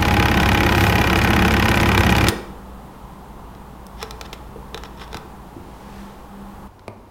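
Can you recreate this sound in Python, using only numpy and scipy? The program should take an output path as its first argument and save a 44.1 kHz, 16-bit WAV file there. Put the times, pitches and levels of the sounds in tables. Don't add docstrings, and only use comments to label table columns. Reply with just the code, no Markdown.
import sys
import numpy as np
from scipy import signal
from scipy.fft import rfft, irfft
from scipy.io import wavfile
from scipy.ndimage import uniform_filter1d

SR = 44100
rng = np.random.default_rng(int(sys.argv[2]) if len(sys.argv) > 2 else 0)


def store_pcm(level_fs):
    pcm = np.round(np.clip(level_fs, -1, 1) * 32767).astype(np.int16)
    wavfile.write(sys.argv[1], SR, np.atleast_2d(pcm).T)


N = 313110
T = np.arange(N) / SR
OFF_S = 2.284


def pump(suction_lag_turns=.468):
    turns = crank_turns()
    push = strokes(turns, column=2, blow_db=-3.5, scatter_db=.15, rebound_s=.003, rebound_db=-3,
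                   rattle_db=-12.5, rattle_s=.0052, treble_db=3)
    suck = strokes(turns - suction_lag_turns, column=3, blow_db=-3, scatter_db=.75, rebound_s=.002398,
                   rebound_db=-5.5, rattle_db=-15, rattle_s=.0064, treble_db=1)
    return push + suck


# pitch_hz, width_hz, push_db, suck_db
CASE_NOTES = [(320, 140, -5.5, -2.5), (340.5, 55, -10.5, 0), (454, 53, -6.5, -5.5), (540, 60, -5, -7.5),
              (630, 45, -20, -27), (733, 89, -11, -2), (827, 76, -3, -2.5), (964, 175, -4, -26.5),
              (1037, 114, -30, 1), (1272, 72, -1.5, -6.5), (1453, 150, -6, 0), (1588, 120, -6, -5.5),
              (1903, 160, 4, -21), (2150, 310, -13, -17), (2380, 180, -0.5, 3), (2566, 120, -5, -9.5),
              (2917, 114, -2, -6.5), (3366, 530, -12.5, -4), (3800, 310, -28, -31.5),
              (4553.7, 440, -35, -11), (5080, 280, -22, -6), (6010, 430, -9.5, -27),
              (6650, 450, -29, -13.5), (10960, 180, -15, -28.5), (12120, 310, -10, -17),
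              (14600, 900, -14.5, -19)]
# pitch_hz, level_db
RATTLE_TONE = [(150, -4), (400, 7), (900, -4.5), (1500, 4.5), (2400, 1.5), (3200, 1), (5200, -8),
               (8200, -19.5), (12000, -19), (16000, -34)]
def strokes(turns, column, blow_db, scatter_db, rebound_s, rebound_db, rattle_db, rattle_s, treble_db):
    times = T[1:][(np.diff(np.floor(turns)) > 0) & (T[1:] < OFF_S)]
    blows, valve_kicks = np.zeros(N), np.zeros(N)
    for start_s, (late, force, lag, bounce) in zip(times, rng.standard_normal((len(times), 4))):
        start_s += .00015 * late
        strength = undb([scatter_db * force])
        add(valve_kicks, start_s - .0005, strength)
        blow_s = start_s - .0017
        add(blows, blow_s, strength)
        add(blows, blow_s + rebound_s * (1 + .15 * lag), undb([rebound_db + .78 * bounce]))
    notes = [(row[0], row[1], row[column]) for row in CASE_NOTES]
    knocks = convolve(blows, ring(notes, rise_cycles=2.7, travel_s=.002989))
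    age = T[:SR // 20] / rattle_s
    burst = (1 - np.exp(-4 * age)) * np.exp(-age)
    rattle = convolve(valve_kicks, burst) * noise() * undb(1.4 * wander(2500))
    rattle = colour(rattle, RATTLE_TONE)
    rattle = colour(rattle, [(6000, -treble_db), (11000, 0)])
    return undb(blow_db) * knocks + undb(rattle_db) * rattle


# time_s, turns_per_s
CRANK_SPEED = [(0, 17.21), (2.3, 17.07)]
def crank_turns(first_push_s=.0239):
    turns = np.cumsum(np.interp(T, *np.transpose(CRANK_SPEED))) / SR
    return turns - np.interp(first_push_s, T, turns)


# pitch_hz, level_db
HISS_TONE = [(1500, -10), (3500, 9), (6000, 7.5), (8000, 4.5), (12000, 2), (15500, -8.5)]
# pitch_hz, level_db
SPLASH_TONE = [(1500, 4), (4500, 1), (8000, -5), (10500, -7), (13500, 3), (16000, -13)]
def water(flow_db=-53.5, growth_db_per_s=3):
    spurts = undb(9.2 * np.cos(2 * np.pi * (crank_turns() - .72)) + 1.5 * wander(39))
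    hiss = colour(noise() * undb(6 * wander(900)), HISS_TONE)
    flow = undb(flow_db + growth_db_per_s * T) * spurts * hiss
    sizzle = colour(noise() * undb(2.8 * wander(600)), SPLASH_TONE)
    splash = swell(peak_s=.828, level_db=-32, length_s=.51) * sizzle
    return running(.017) * (flow + splash)


# cycles_per_turn, relative_db
SHAKE_TONES = [(1, -35), (2, -8), (3, -27), (4, 4), (5, 1.5), (6, 0), (7, -3.5), (8, -10), (9, -7.5),
               (10, -7), (11, -3), (12, -5), (13, -3.5)]
# cycles_per_turn, level_db
GEAR_TONES = [(20, -38), (25, -46), (32, -48), (38, -43), (42, -38.5), (44, -39.5), (46, -42), (48, -32),
              (110, -38)]
# pitch_hz, level_db
HUM_TONES = [(100, -30), (119, -30), (182, -33), (200, -38), (218.7, -31.5), (299, -38), (330, -41)]
def motor(throb_hz=4.12, throb_db=3.5):
    turns = crank_turns()
    shake = sum(undb(db + wander(6.64)) * np.sin(2 * np.pi * (cycles * turns + rng.random()))
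                for cycles, db in SHAKE_TONES)
    whine = sum(undb(db + 2 * wander(9.37)) * sine(cycles * turns, .17 * wander(13))
                for cycles, db in GEAR_TONES)
    throb = undb(throb_db * np.cos(2 * np.pi * throb_hz * (T - .16)))
    stall, linger = running(.018), running(.064)
    hum = 0
    for hz, db in HUM_TONES:
        tone = undb(db + 3.2 * wander(9.25)) * sine(hz * T, .81 * wander(10))
        hum += tone * (throb * linger if hz > 150 else stall)
    return stall * undb(-19.5) * unit(shake) + linger * whine + hum


# pitch_hz, level_db
CHURN_TONE = [(25, -21), (60, 1), (110, -3.5), (200, -3), (300, -0.5), (550, -9), (850, -8), (2400, -15),
              (4000, -28), (8000, -42), (16000, -48)]
def churn():
    return running(.017) * undb(-24) * colour(noise(), CHURN_TONE)


# start_s, level_db, brightness_db, contact_s
PLASTIC_CLICKS = [(1.9779, -16.5, 1, 0.0024), (2.285, -14, 8.5, 0.0059), (3.55, -46, -4, 0.0022),
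                  (3.867, -45, 25, 0.0018), (4.0285, -26, 2.5, 0.0017), (4.1092, -33, 5, 0.0018),
                  (4.2119, -30, 2.5, 0.0031), (4.3298, -30.5, 2, 0.007), (4.7451, -28.5, -1, 0.0024),
                  (4.7764, -34, -0.5, 0.0039), (4.8361, -34.5, -3, .0015), (5.0162, -35.5, -14, .004),
                  (5.078, -44.5, -3, .0022), (5.13, -34.5, -6, .001), (5.1446, -28, -5, .0027),
                  (5.1699, -35.5, 6, 0.002), (6.794, -50, -6, .002)]
# pitch_hz, width_hz, level_db
HANDLE_NOTES = [(439.4, 15, -1.5), (840, 150, 1), (1328, 100, 1), (1556, 31, -10), (1980, 220, -2.5),
                (2360, 160, -4.5), (3570, 350, -0.5), (4010, 64, -4.5), (5310, 450, -3.5), (7800, 500, -27)]
# pitch_hz, level_db
CRACK_TONE = [(200, 2.5), (600, 6), (1500, 10), (3800, 5.5), (6000, -1.5), (9000, -5.5), (16000, -12)]
def clicks():
    out, t = np.zeros(N), T[:8192]
    for start_s, level_db, bright_db, contact_s in PLASTIC_CLICKS:
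        crack = rng.standard_normal(len(t)) * np.exp(-t / contact_s)
        notes = [(hz, width, db + 2 * rng.standard_normal()) for hz, width, db in HANDLE_NOTES]
        click = colour(crack / np.linalg.norm(crack), CRACK_TONE) + undb(-8) * ring(notes)
        tilt = [(600, .8 - .49 * bright_db), (2000, 0), (4500, .43 * bright_db), (9000, bright_db)]
        click = colour(click, tilt)
        add(out, start_s, undb(level_db) * click / np.std(click[:SR // 100]))
    return out


# peak_s, level_db, length_s
PLASTIC_SCRAPES = [(4.024, -36, .105), (4.258, -38, 0.03), (4.857, -44, .055), (5.017, -37.5, 0.099),
                   (5.148, -43, 0.12)]
def scrapes():
    slips = noise() * undb(3.4 * wander(700))
    ringing = unit(convolve(slips, ring(HANDLE_NOTES)))
    scratch = undb(-3) * unit(colour(slips, CRACK_TONE))
    pressure = sum(swell(*row, rise_share=.5) for row in PLASTIC_SCRAPES)
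    return pressure * (ringing + scratch)


# pitch_hz, width_hz, level_db
BODY_NOTES = [(448, 61, 0)]
# start_s, peak_db
BODY_BUMPS = [(2.322, -19), (4.029, -31), (4.212, -45), (4.331, -31), (4.559, -28), (4.748, -25)]
def body_bumps():
    return bumps(BODY_BUMPS, BODY_NOTES)


# pitch_hz, width_hz, level_db
TABLE_NOTES = [(92, 32, 2.5), (176, 56, -3.5), (259, 59, -2), (355, 55, 0.5)]
# start_s, peak_db
TABLE_PUSHES = [(2.28, -15), (5.15, -25), (5.563, -24.5), (5.598, -31)]
def table_thuds():
    return bumps(TABLE_PUSHES, TABLE_NOTES)


# pitch_hz, width_hz, level_db
HOLLOW_NOTES = [(106, 22, 4), (213, 20, 1.5), (402, 81, 2), (650, 290, 1.5), (1120, 220, -4.5),
                (2280, 270, -5), (4360, 1200, -14), (9400, 3000, -17)]
# start_s, peak_db
KNOCK_HITS = [(6.8802, -18), (6.8835, -26)]
def last_knock():
    return bumps(KNOCK_HITS, HOLLOW_NOTES)


# pitch_hz, level_db
CLOTH_TONE = [(150, 3), (600, 1), (1500, 2.5), (3000, -4), (6000, -9.5), (16000, -21)]
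def sleeve():
    return swell(peak_s=6, level_db=-47, length_s=1.2, rise_share=.64) * colour(noise(), CLOTH_TONE)


def room_echo(sound, level_db=-11.5, bass_fade_s=.7, treble_fade_s=.43):
    t, edges_hz = T[:SR], [0, 250, 700, 2000, 5000, 10000, SR]
    spectrum, hz = rfft(rng.standard_normal(SR)), np.arange(SR // 2 + 1)
    fades_s = np.geomspace(bass_fade_s, treble_fade_s, len(edges_hz) - 1)
    tail = sum(irfft(spectrum * (hz >= low) * (hz < high)) * undb(-60 * t / fade_s)
               for low, high, fade_s in zip(edges_hz, edges_hz[1:], fades_s))
    tail *= 1 - np.exp(-t / .0015)
    tail = colour(tail, [(70, -6.5), (300, 2.5), (1200, 2.5), (3500, -5), (7000, -6), (12000, -6)])
    return undb(level_db) * convolve(sound, tail / np.linalg.norm(tail))


# pitch_hz, level_db
VENT_TONES = [(57.5, -43), (135, -52.5), (196, -47.5)]
def vent_hum(ease_s=5.35, ease_db=-4):
    hum = sum(undb(db + 1.67 * wander(8)) * sine(hz * T, np.sqrt(hz / 110) * wander(9))
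              for hz, db in VENT_TONES)
    eased = (1 + np.tanh((T - ease_s) / .5)) / 2
    return undb(ease_db * eased) * hum


# peak_s, level_db, length_s
LOW_SWELLS = [(6.024, -39.5, 0.58), (6.487, -38.5, 1.0)]
def drone(pitch_hz=199):
    return sum(swell(*row) for row in LOW_SWELLS) * sine(pitch_hz * T, .33 * wander(4.4))


# pitch_hz, level_db
RUSH_TONE = [(25, -10), (55, -2.5), (87, -11.5), (190, -10), (280, -14), (460, -15.5), (640, -19.5),
             (830, -12.5), (1100, -16.5), (1500, -26), (2300, -34.5), (3100, -35), (5500, -43),
             (16000, -43)]
# pitch_hz, level_db
QUIET_TONE = [(25, -20), (60, -10), (110, -24), (150, -18), (400, -21), (640, -26), (880, -18), (1200, -29),
              (2000, -39), (4000, -46), (8000, -52), (16000, -52)]
def background(drop_s=6.68):
    early = vent_hum() + drone() + undb(-39 + .37 * wander(4.7)) * colour(noise(), RUSH_TONE)
    late = undb(-45.5) * colour(noise(), QUIET_TONE) + undb(-49) * np.sin(2 * np.pi * 98 * T)
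    fade = uniform_filter1d(1. * (T > drop_s), size=600)
    return (1 - fade) * early + fade * late


def bumps(hits, notes):
    out, bump = np.zeros(N), ring(notes, rise_cycles=.64)
    for start_s, peak_db in hits:
        add(out, start_s, undb(peak_db) * bump / np.abs(bump).max())
    return out


def ring(notes, rise_cycles=.01, travel_s=0):
    out = 0
    for k, (hz, width_hz, db) in enumerate(notes):
        t = np.maximum(T[:8192] - travel_s * np.sqrt(1000 / hz), 0)
        loudness = (1 - np.exp(-t * hz / rise_cycles)) * np.exp(-np.pi * width_hz * t)
        note = loudness * np.sin(2 * np.pi * hz * t)
        out += (-1) ** k * undb(db) * note / np.linalg.norm(note)
    return out


def running(fade_s):
    return np.exp(-np.maximum(T - OFF_S, 0) / fade_s)


def swell(peak_s, level_db, length_s, rise_share=.41):
    away = np.maximum((peak_s - T) / rise_share, (T - peak_s) / (1 - rise_share)) / length_s
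    return undb(level_db - 20 * away)


def colour(sound, tone, size=8192):
    hz, db = np.transpose(tone)
    curve_db = np.interp(np.log(np.fft.rfftfreq(size, 1 / SR) + 1), np.log(hz), db)
    cepstrum = irfft(np.log(undb(curve_db)))
    cepstrum[1:size // 2] *= 2
    cepstrum[size // 2 + 1:] = 0
    response = irfft(np.exp(rfft(cepstrum)))
    return convolve(sound, response / np.linalg.norm(response))


def wander(rate_hz):
    hold = int(SR / rate_hz)
    steps = np.repeat(rng.standard_normal(N // hold + 1), hold)
    return unit(uniform_filter1d(uniform_filter1d(steps, hold), hold)[:N])


def sine(cycles, wobble_rad):
    return np.sqrt(2) * np.sin(2 * np.pi * cycles + wobble_rad)


def noise():
    return rng.standard_normal(N)


def unit(sound):
    return sound / np.sqrt(np.mean(sound ** 2))


def undb(db):
    return 10 ** (np.asarray(db) / 20)


def convolve(sound, response):
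    return signal.fftconvolve(sound, response)[:len(sound)]


def add(track, start_s, sound):
    i = max(int(start_s * SR), 0)
    track[i:i + len(sound)] += sound[:N - i]


def scene():
    pumping = pump() + water() + churn()
    handling = clicks() + scrapes() + sleeve() + body_bumps() + table_thuds() + last_knock()
    echo = room_echo(pumping + handling)
    return (pumping + motor() + handling + echo + background())[None]


def record(dry, top_hz=16100):
    rounded = dry / (1 + dry ** 8) ** (1 / 8)
    return signal.sosfiltfilt(signal.ellip(8, .1, 60, top_hz, fs=SR, output="sos"), rounded)


dry = scene()
out = record(dry)
store_pcm(out)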